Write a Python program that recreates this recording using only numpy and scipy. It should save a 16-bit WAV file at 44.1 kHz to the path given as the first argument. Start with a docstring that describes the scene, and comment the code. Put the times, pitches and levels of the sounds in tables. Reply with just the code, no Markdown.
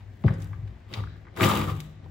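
"""Blades of a hand-cranked plastic chopper crunch dry chillies in a weak and a strong burst: grains of
noise excite the jar's resonances, a broad crackle and a treble fizz, while the shaft rubs in the lid.
Plastic clicks and pod snaps are dying band-limited cracks that also ring the jar. Thumps of the jar and
continuous shaking drive the modes of a light kitchen table. Room tone and a faint mains hum lie behind."""
import sys
import numpy as np
from scipy import signal
from scipy.fft import rfft, irfft, next_fast_len
from scipy.io import wavfile

SR = 44100
rng = np.random.default_rng(int(sys.argv[2]) if len(sys.argv) > 2 else 0)


def file_out(sig):
    """Save sig as 16-bit WAV at sys.argv[1]."""
    # one column per channel
    cols = np.atleast_2d(sig).T
    # limit, then scale
    lim = np.clip(cols, -1, 1)
    pcm = np.round(lim * 32767).astype(np.int16)
    wavfile.write(sys.argv[1], SR, pcm)


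def elevation(decibels):
    """Turn decibel levels (scalar or array-like) into linear amplitude ratios."""
    levels = np.asarray(decibels, float)
    return 10 ** (levels / 20)


N = 92610
T = np.arange(N) / SR


def unit(x):
    """Power normalization: scales x to rms 1."""
    return x / np.sqrt(np.mean(x ** 2) + 1e-20)


def along(points, hz):
    """Logarithmic frequency scale: interpolates (f, value) points on it."""
    f, value = np.transpose(points)
    return np.interp(np.log(hz + 1), np.log(f + 1), value)


def curves(rows):
    """Amplitude envelope: one gain per sample for each dB column."""
    s, *columns = np.transpose(rows)
    return [elevation(np.interp(T, s, column)) for column in columns]


def filtered(x, response):
    """Linear filtering: multiplies the spectrum of x by a complex response."""
    n = x.shape[-1]
    padded = next_fast_len(n + SR // 2)
    spectrum = rfft(x, padded) * response(np.fft.rfftfreq(padded, 1 / SR))
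    return irfft(spectrum, padded)[..., :n]


def peaks(rows):
    """Modal superposition: causal response of (f/Hz, width/Hz, level/dB) resonances, alternating in sign."""
    def response(f):
        total = 0
        for k, (centre, width, db) in enumerate(rows):
            damping = 1j * f * width
            total = total + (-1) ** k * elevation(db) * damping / (centre ** 2 - f ** 2 + damping)
        return total
    return response


def colour(points):
    """Spectral envelope: zero-phase response of (f/Hz, level/dB) points."""
    return lambda hz: elevation(along(points, hz))


def gain_into(response, x):
    """Power conservation: filters x so that white noise would keep its level."""
    power_gain = np.mean(abs(response(np.fft.rfftfreq(SR, 1 / SR))) ** 2)
    return filtered(x, response) / np.sqrt(power_gain)


# Likeness of the left and right sound: f/Hz, correlation/1
LIKENESS = [(60, 0.97), (250, 0.95), (500, 0.27), (1500, 0.5), (3000, 0.47), (5000, 0.38), (8000, 0.25),
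            (14000, 0.3)]


def spread(pair):
    """Interchannel coherence: mixes two versions of a sound into partly correlated left and right."""
    def shares(hz):
        angle = np.arccos(np.clip(along(LIKENESS, hz), -1, 1)) / 2
        return np.array([np.cos(angle), np.sin(angle)])
    mid, side = filtered(pair, shares)
    return np.array([mid + side, mid - side])


# Reverberation of the kitchen: f/Hz, t60/s
ROOM_DECAY = [(150, 0.98), (1000, 0.7), (4000, 0.86), (12000, 0.26)]


def room(x, wet_db):
    """Diffuse reverberation: a noise tail, 5 ms late, in which each frequency dies at its own speed."""
    hz, t, noise = signal.stft(rng.standard_normal((2, SR // 2)), SR, nperseg=256)
    decay = elevation(-60 * t / along(ROOM_DECAY, hz)[:, None])
    tail = signal.istft(noise * decay, SR, nperseg=256)[1]
    late = np.pad(x, (SR // 200, 0))
    wet = signal.fftconvolve(late[None], tail / np.linalg.norm(tail[0]), axes=1)
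    return elevation(wet_db) * wet[:, :len(x)]


# Spectral density of the room tone: f/Hz, relative level/dB
TONE_DENSITY = [(25, -5.5), (55, -10.5), (110, -4), (135, -19.5), (200, -15), (430, -26.5), (700, -26),
                (1200, -35.5), (1900, -30), (2400, -36.5), (4500, -45.5), (7700, -53), (9300, -68.5),
                (16000, -77)]
TONE_DB = -49.5
HUM_HZ, HUM_DB = 100, -50


def room_tone():
    """Stationary noise with a spectral envelope, and a sinusoidal mains hum alike in both channels."""
    noise = filtered(rng.standard_normal((2, N)), colour(TONE_DENSITY))
    hum = elevation(HUM_DB) * np.sqrt(2) * np.sin(2 * np.pi * HUM_HZ * T)
    return spread(elevation(TONE_DB) * unit(noise)) + hum


# Modes of the table top: f/Hz, relative level/dB, t60/s
TABLE_MODES = [(60.5, -9, 0.92), (79.95, -5, 0.69), (100.58, 2, 0.52), (122.8, -3, 0.14), (151.5, -2, 0.84),
               (167.9, -6.5, 0.75), (207.3, -8.5, 0.29), (264, -13, 0.46), (302.3, -13, .35),
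               (349.3, -13.5, 0.098), (411.3, -15, 0.097), (473.2, -17.5, 0.15), (541.7, -10.5, 0.25),
               (650, -15.5, 0.067), (779.4, -10, 0.31), (860, -17.5, 0.45)]


def table_response():
    """Modal damping: the width of each table resonance follows from its decay time."""
    return peaks([(hz, np.log(1000) / np.pi / t60, db) for hz, db, t60 in TABLE_MODES])


# Blows of the jar on the table: t/s, peak level of the table ring/dB, time to the peak of the push/ms
THUMPS = [(0.2382, -28, 0.14), (0.2427, -7.5, 0.57), (0.298, -20.5, 0.68), (0.571, -34.5, 2.2),
          (0.618, -31, 7), (1.406, -21, 1.45), (1.778, -33.5, 1.26)]
# The jar's base, quickly damped: f/Hz, width/Hz, relative level/dB
BASE_MODES = [(164, 27, 8.5), (392, 50, -11.5), (700, 40, -1.5)]
BASE_DB = -6  # peak of the base's knock relative to the table ring


def thumps():
    """Impulsive excitation: each short push rings the table's modes and knocks the jar's base."""
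    out = np.zeros((2, N + SR))  # second row: what differs between the channels, here nothing
    t_ms = np.arange(SR) / SR * 1000
    for s, db, rise_ms in THUMPS:
        push = t_ms / rise_ms * np.exp(-t_ms / rise_ms)
        ring = filtered(push, table_response())
        knock = filtered(push, peaks(BASE_MODES))
        blow = ring / abs(ring).max() + elevation(BASE_DB) * knock / abs(knock).max()
        out[0, round(s * SR):][:SR] += elevation(db) * blow
    return out[:, :N]


# Hands and blades shaking the table: t/s, slow sway level/dB, quick chatter level/dB
SHAKE = [(0, -36, -87), (.09, -74, -59.5), (.2, -41, -60), (0.298, -30.5, -32.5), (0.499, -39, -58),
         (0.682, -43, -55), (.86, -51.5, -67), (0.919, -49, -42), (0.978, -28.5, -40.5),
         (1.039, -43, -48.5), (1.1, -57, -54.5), (1.21, -60, -56.5), (1.34, -44.5, -53.5),
         (1.378, -32.5, -30.5), (1.418, -26, -17.5), (1.5, -30.5, -28), (1.601, -33, -29),
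         (1.668, -35, -35.5), (1.708, -33, -35.5), (1.778, -69, -47.5), (1.85, -52, -50),
         (1.95, -67, -60.5), (2.049, -37, -49), (2.1, -76, -84)]
# Colour of the slow force: f/Hz, relative level/dB
SWAY = [(40, 6.5), (105, 3), (140, -20), (250, -29)]
# Colour of the quick force: f/Hz, relative level/dB
CHATTER = [(60, -73), (110, -14), (150, 3.5), (300, 4.5), (600, -7.5), (1000, -10.5)]


def shaking():
    """Forced vibration: slow and quick random forces drive the table's modes continuously."""
    modes = table_response()
    out = np.zeros((2, N))
    for level, force in zip(curves(SHAKE), (SWAY, CHATTER)):
        driven = lambda f: modes(f) * elevation(along(force, f))
        out += gain_into(driven, level * rng.standard_normal((2, N)))
    return out


# Resonances of the jar: f/Hz, width/Hz, relative level/dB
JAR_MODES = [(493, 41.6, 8), (705, 20, -16.5), (890, 162, 1.5), (1200, 148, 4.5), (1613, 160, -9.5),
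             (1780, 50, -4.5), (2200, 460, -9), (2890, 120, -35), (3700, 510, -13), (4200, 370, -14),
             (4610, 330, -14)]


def jar_response():
    """Modal resonance: the response of the plastic jar."""
    return peaks(JAR_MODES)


# Plastic clicks and pod snaps: t/s, level/dB, centre f/Hz, band reach to each side/octave, t60/s
CLICKS = [(.239, -30.5, 795, 1.44, 0.032), (0.264, -40, 1900, 1.1, 0.039), (0.28, -21, 1574, 0.33, 0.055),
          (.288, -36, 1830, 1, 0.03), (.305, -43, 1800, 0.17, 0.12), (.339, -46.5, 6000, 0.53, 0.057),
          (0.403, -47.5, 5130, 0.62, 0.038), (0.422, -41, 5700, 0.64, .04), (.445, -47.5, 6500, 1, 0.014),
          (.509, -42, 700, 0.54, 0.062), (.531, -36, 1470, 0.35, 0.08), (0.676, -47, 2040, 0.99, 0.032),
          (.929, -39, 2470, 0.89, .02), (0.9381, -22, 3100, 0.54, 0.053), (1.037, -32.5, 1460, 0.38, .025),
          (1.072, -36, 1480, 0.19, 0.01), (1.103, -50, 1740, 0.15, 0.29), (1.159, -48, 1510, 0.45, 0.045),
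          (1.252, -46, 1400, 0.71, 0.036), (1.268, -43, 1370, 0.42, 0.087), (1.284, -47, 1800, 0.29, 0.021),
          (1.364, -42, 4500, 0.77, 0.04), (1.369, -31.5, 1230, 0.37, 0.064), (1.373, -29, 1630, 0.29, 0.15),
          (1.408, -16.5, 2240, 0.51, 0.026), (1.419, -16.5, 1670, 0.37, 0.01),
          (1.431, -14.5, 2200, 0.37, 0.095), (1.46, -25.5, 2600, 1.2, 0.022),
          (1.489, -24, 8000, 1.1, 0.057), (1.616, -26.5, 2740, 0.49, 0.01),
          (1.68, -28.5, 1220, 0.11, 0.033), (1.702, -31, 1690, 1.2, 0.022), (1.786, -71, 4500, .6, 0.01),
          (1.803, -31.5, 4200, 0.85, 0.038), (1.805, -39.5, 12100, 0.36, 0.023),
          (2.043, -51, 1970, 1.1, 0.04), (2.059, -39.5, 650, 0.26, 0.036)]
CLICK_ROOM_DB = -10.5
SNAP_DB, SNAP_T60_S = 8, .002  # sharp front of each click, relative to its body


def clicks():
    """Transient excitation: each dying crack in its own band also rings the jar and the room."""
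    out, t = np.zeros((2, N + SR)), np.arange(SR // 4) / SR
    for s, db, hz, octaves, t60 in CLICKS:
        edge = 2 ** octaves
        limits = [hz / edge, min(hz * edge, SR / 2.2)]
        band = signal.butter(2, limits, "band", fs=SR, output="sos")
        envelope = elevation(-60 * t / t60) + elevation(SNAP_DB - 60 * t / SNAP_T60_S)
        crack = rng.standard_normal((2, len(t))) * envelope
        ring = gain_into(jar_response(), crack)
        crack = signal.sosfilt(band, crack + elevation(2.5) / 2 * ring)
        # the rms of the first 5 ms is set to a third of the level, so that it stands near the peak
        crack = elevation(db) * crack / np.sqrt(np.mean(crack[:, :SR // 200] ** 2)) / 3
        out[:, round(s * SR):][:, :len(t)] += spread(crack) + room(crack[0], wet_db=CLICK_ROOM_DB)
    return out[:, :N]


# The blade shaft rubbing in the lid: t/s, level/dB
RUB = [(.93, -95), (.97, -45.5), (1.02, -52.5), (1.1, -77), (1.37, -105), (1.4, -30.5), (1.45, -34),
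       (1.5, -24.5), (1.55, -34.5), (1.64, -38), (1.665, -46), (1.685, -35), (1.75, -50.5), (1.8, -73)]
RUB_HZ, RUB_WIDTH_HZ = 1190, 87


def rub():
    """Friction excitation: random noise sings in one narrow resonance."""
    level, = curves(RUB)
    return gain_into(peaks([(RUB_HZ, RUB_WIDTH_HZ, 0)]), level * rng.standard_normal((2, N)))


GRAINS_PER_S, GRAIN_SPREAD_DB, GRAIN_T60_S = 800, 3.5, .006
BED_SHARE = .35  # share of the power in the steady bed


def grit():
    """Granular noise: random cracks of uneven size over a fine bed, two noises under one envelope."""
    sizes = elevation(GRAIN_SPREAD_DB * rng.standard_normal(N))
    hits = (rng.random(N) < GRAINS_PER_S / SR) * sizes
    decay = elevation(-60 * np.arange(SR // 50) / SR / GRAIN_T60_S)
    cracks = np.convolve(hits, decay)[:N]
    power = BED_SHARE + (1 - BED_SHARE) * unit(cracks) ** 2
    return np.sqrt(power) * rng.standard_normal((2, N))


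# Crunching: t/s, body level/dB, treble fizz level/dB
CRUNCH = [(0, -59.5, -81.5), (.23, -99, -69), (.25, -48, -83), (.32, -51.5, -90), (.4, -66.5, -60),
          (.43, -58.5, -59), (.5, -69, -68), (.62, -82, -76), (.68, -62.5, -77), (.76, -69, -80),
          (.86, -68, -83), (.92, -49, -60), (.95, -45.5, -55), (.99, -44, -68), (1.06, -61, -73),
          (1.12, -93, -79), (1.22, -86, -75), (1.34, -65, -106), (1.37, -40.5, -48.5), (1.4, -37, -44.5),
          (1.43, -25.5, -27), (1.5, -30, -35.5), (1.6, -32, -38.5), (1.65, -40, -46.5), (1.67, -46.5, -51),
          (1.7, -38.5, -45), (1.73, -48.5, -54.5), (1.78, -53.5, -55.5), (1.84, -60.5, -59),
          (1.93, -119, -75), (2, -87, -89), (2.05, -64, -79), (2.1, -93, -71)]
# Broad part of the crunch: f/Hz, relative level/dB
CRACKLE = [(150, -14), (300, -13.5), (700, -5.5), (1500, -23.5), (3000, -7), (6000, -30.5), (9000, -28)]
# Relative level of the treble noise at each frequency: f/Hz, relative level/dB
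FIZZ = [(2500, 11), (3500, 11), (5000, -2.5), (6000, 2.5), (8200, 6.5), (8600, -39), (9400, -21.5),
        (9800, 0), (12400, 6.5), (12700, -25), (13500, -26), (13800, 1.5), (15800, 7.5), (16000, -51)]
JAR_TOP_HZ = 6500  # the plastic wall carries little above this


def crunch():
    """Source-filter principle: cracking pods excite the jar and a broad crackle; seeds add a fizz."""
    body, fizz = curves(CRUNCH)

    def wall(f):
        return jar_response()(f) / (1 + (f / JAR_TOP_HZ) ** 6) + elevation(along(CRACKLE, f))
    return gain_into(wall, body * grit()) + gain_into(colour(FIZZ), fizz * grit())


# Stereo balance: f/Hz, left over right level/dB
LEFT_OVER_RIGHT = [(60, 4.5), (300, 2), (700, 4.5), (2000, 3), (8000, .5)]
LEAD_MS = .015  # the left channel leads the right
ROOM_DB = -21.5


def scene():
    """Superposition and interchannel differences: the mix stands a little to the left in level and time."""
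    pods = crunch() + rub()
    near = spread(thumps() + shaking() + pods) + room(pods[0], wet_db=ROOM_DB)

    def to_left(hz):
        gain = elevation(np.outer([.5, -.5], along(LEFT_OVER_RIGHT, hz)))
        phase = np.pi * np.outer([1, -1], hz) * LEAD_MS / 1000
        return gain * np.exp(1j * phase)
    return filtered(near + clicks() + room_tone(), to_left)


def top_cut(x):
    """Nothing passes above the cut-off."""
    return signal.sosfilt(signal.butter(12, 16470, fs=SR, output="sos"), x)


LOW_CUT_HZ, TOP_HZ = 38, 16000


def record(dry):
    """Band limitation: the microphone's bass cut and steep treble limit."""
    bass_cut = signal.butter(4, LOW_CUT_HZ, "high", fs=SR, output="sos")
    cut = signal.sosfilt(bass_cut, dry)
    mix = filtered(cut, lambda hz: 1 / (1 + (hz / TOP_HZ) ** 100))
    return top_cut(mix)


dry = scene()
out = record(dry)
file_out(out)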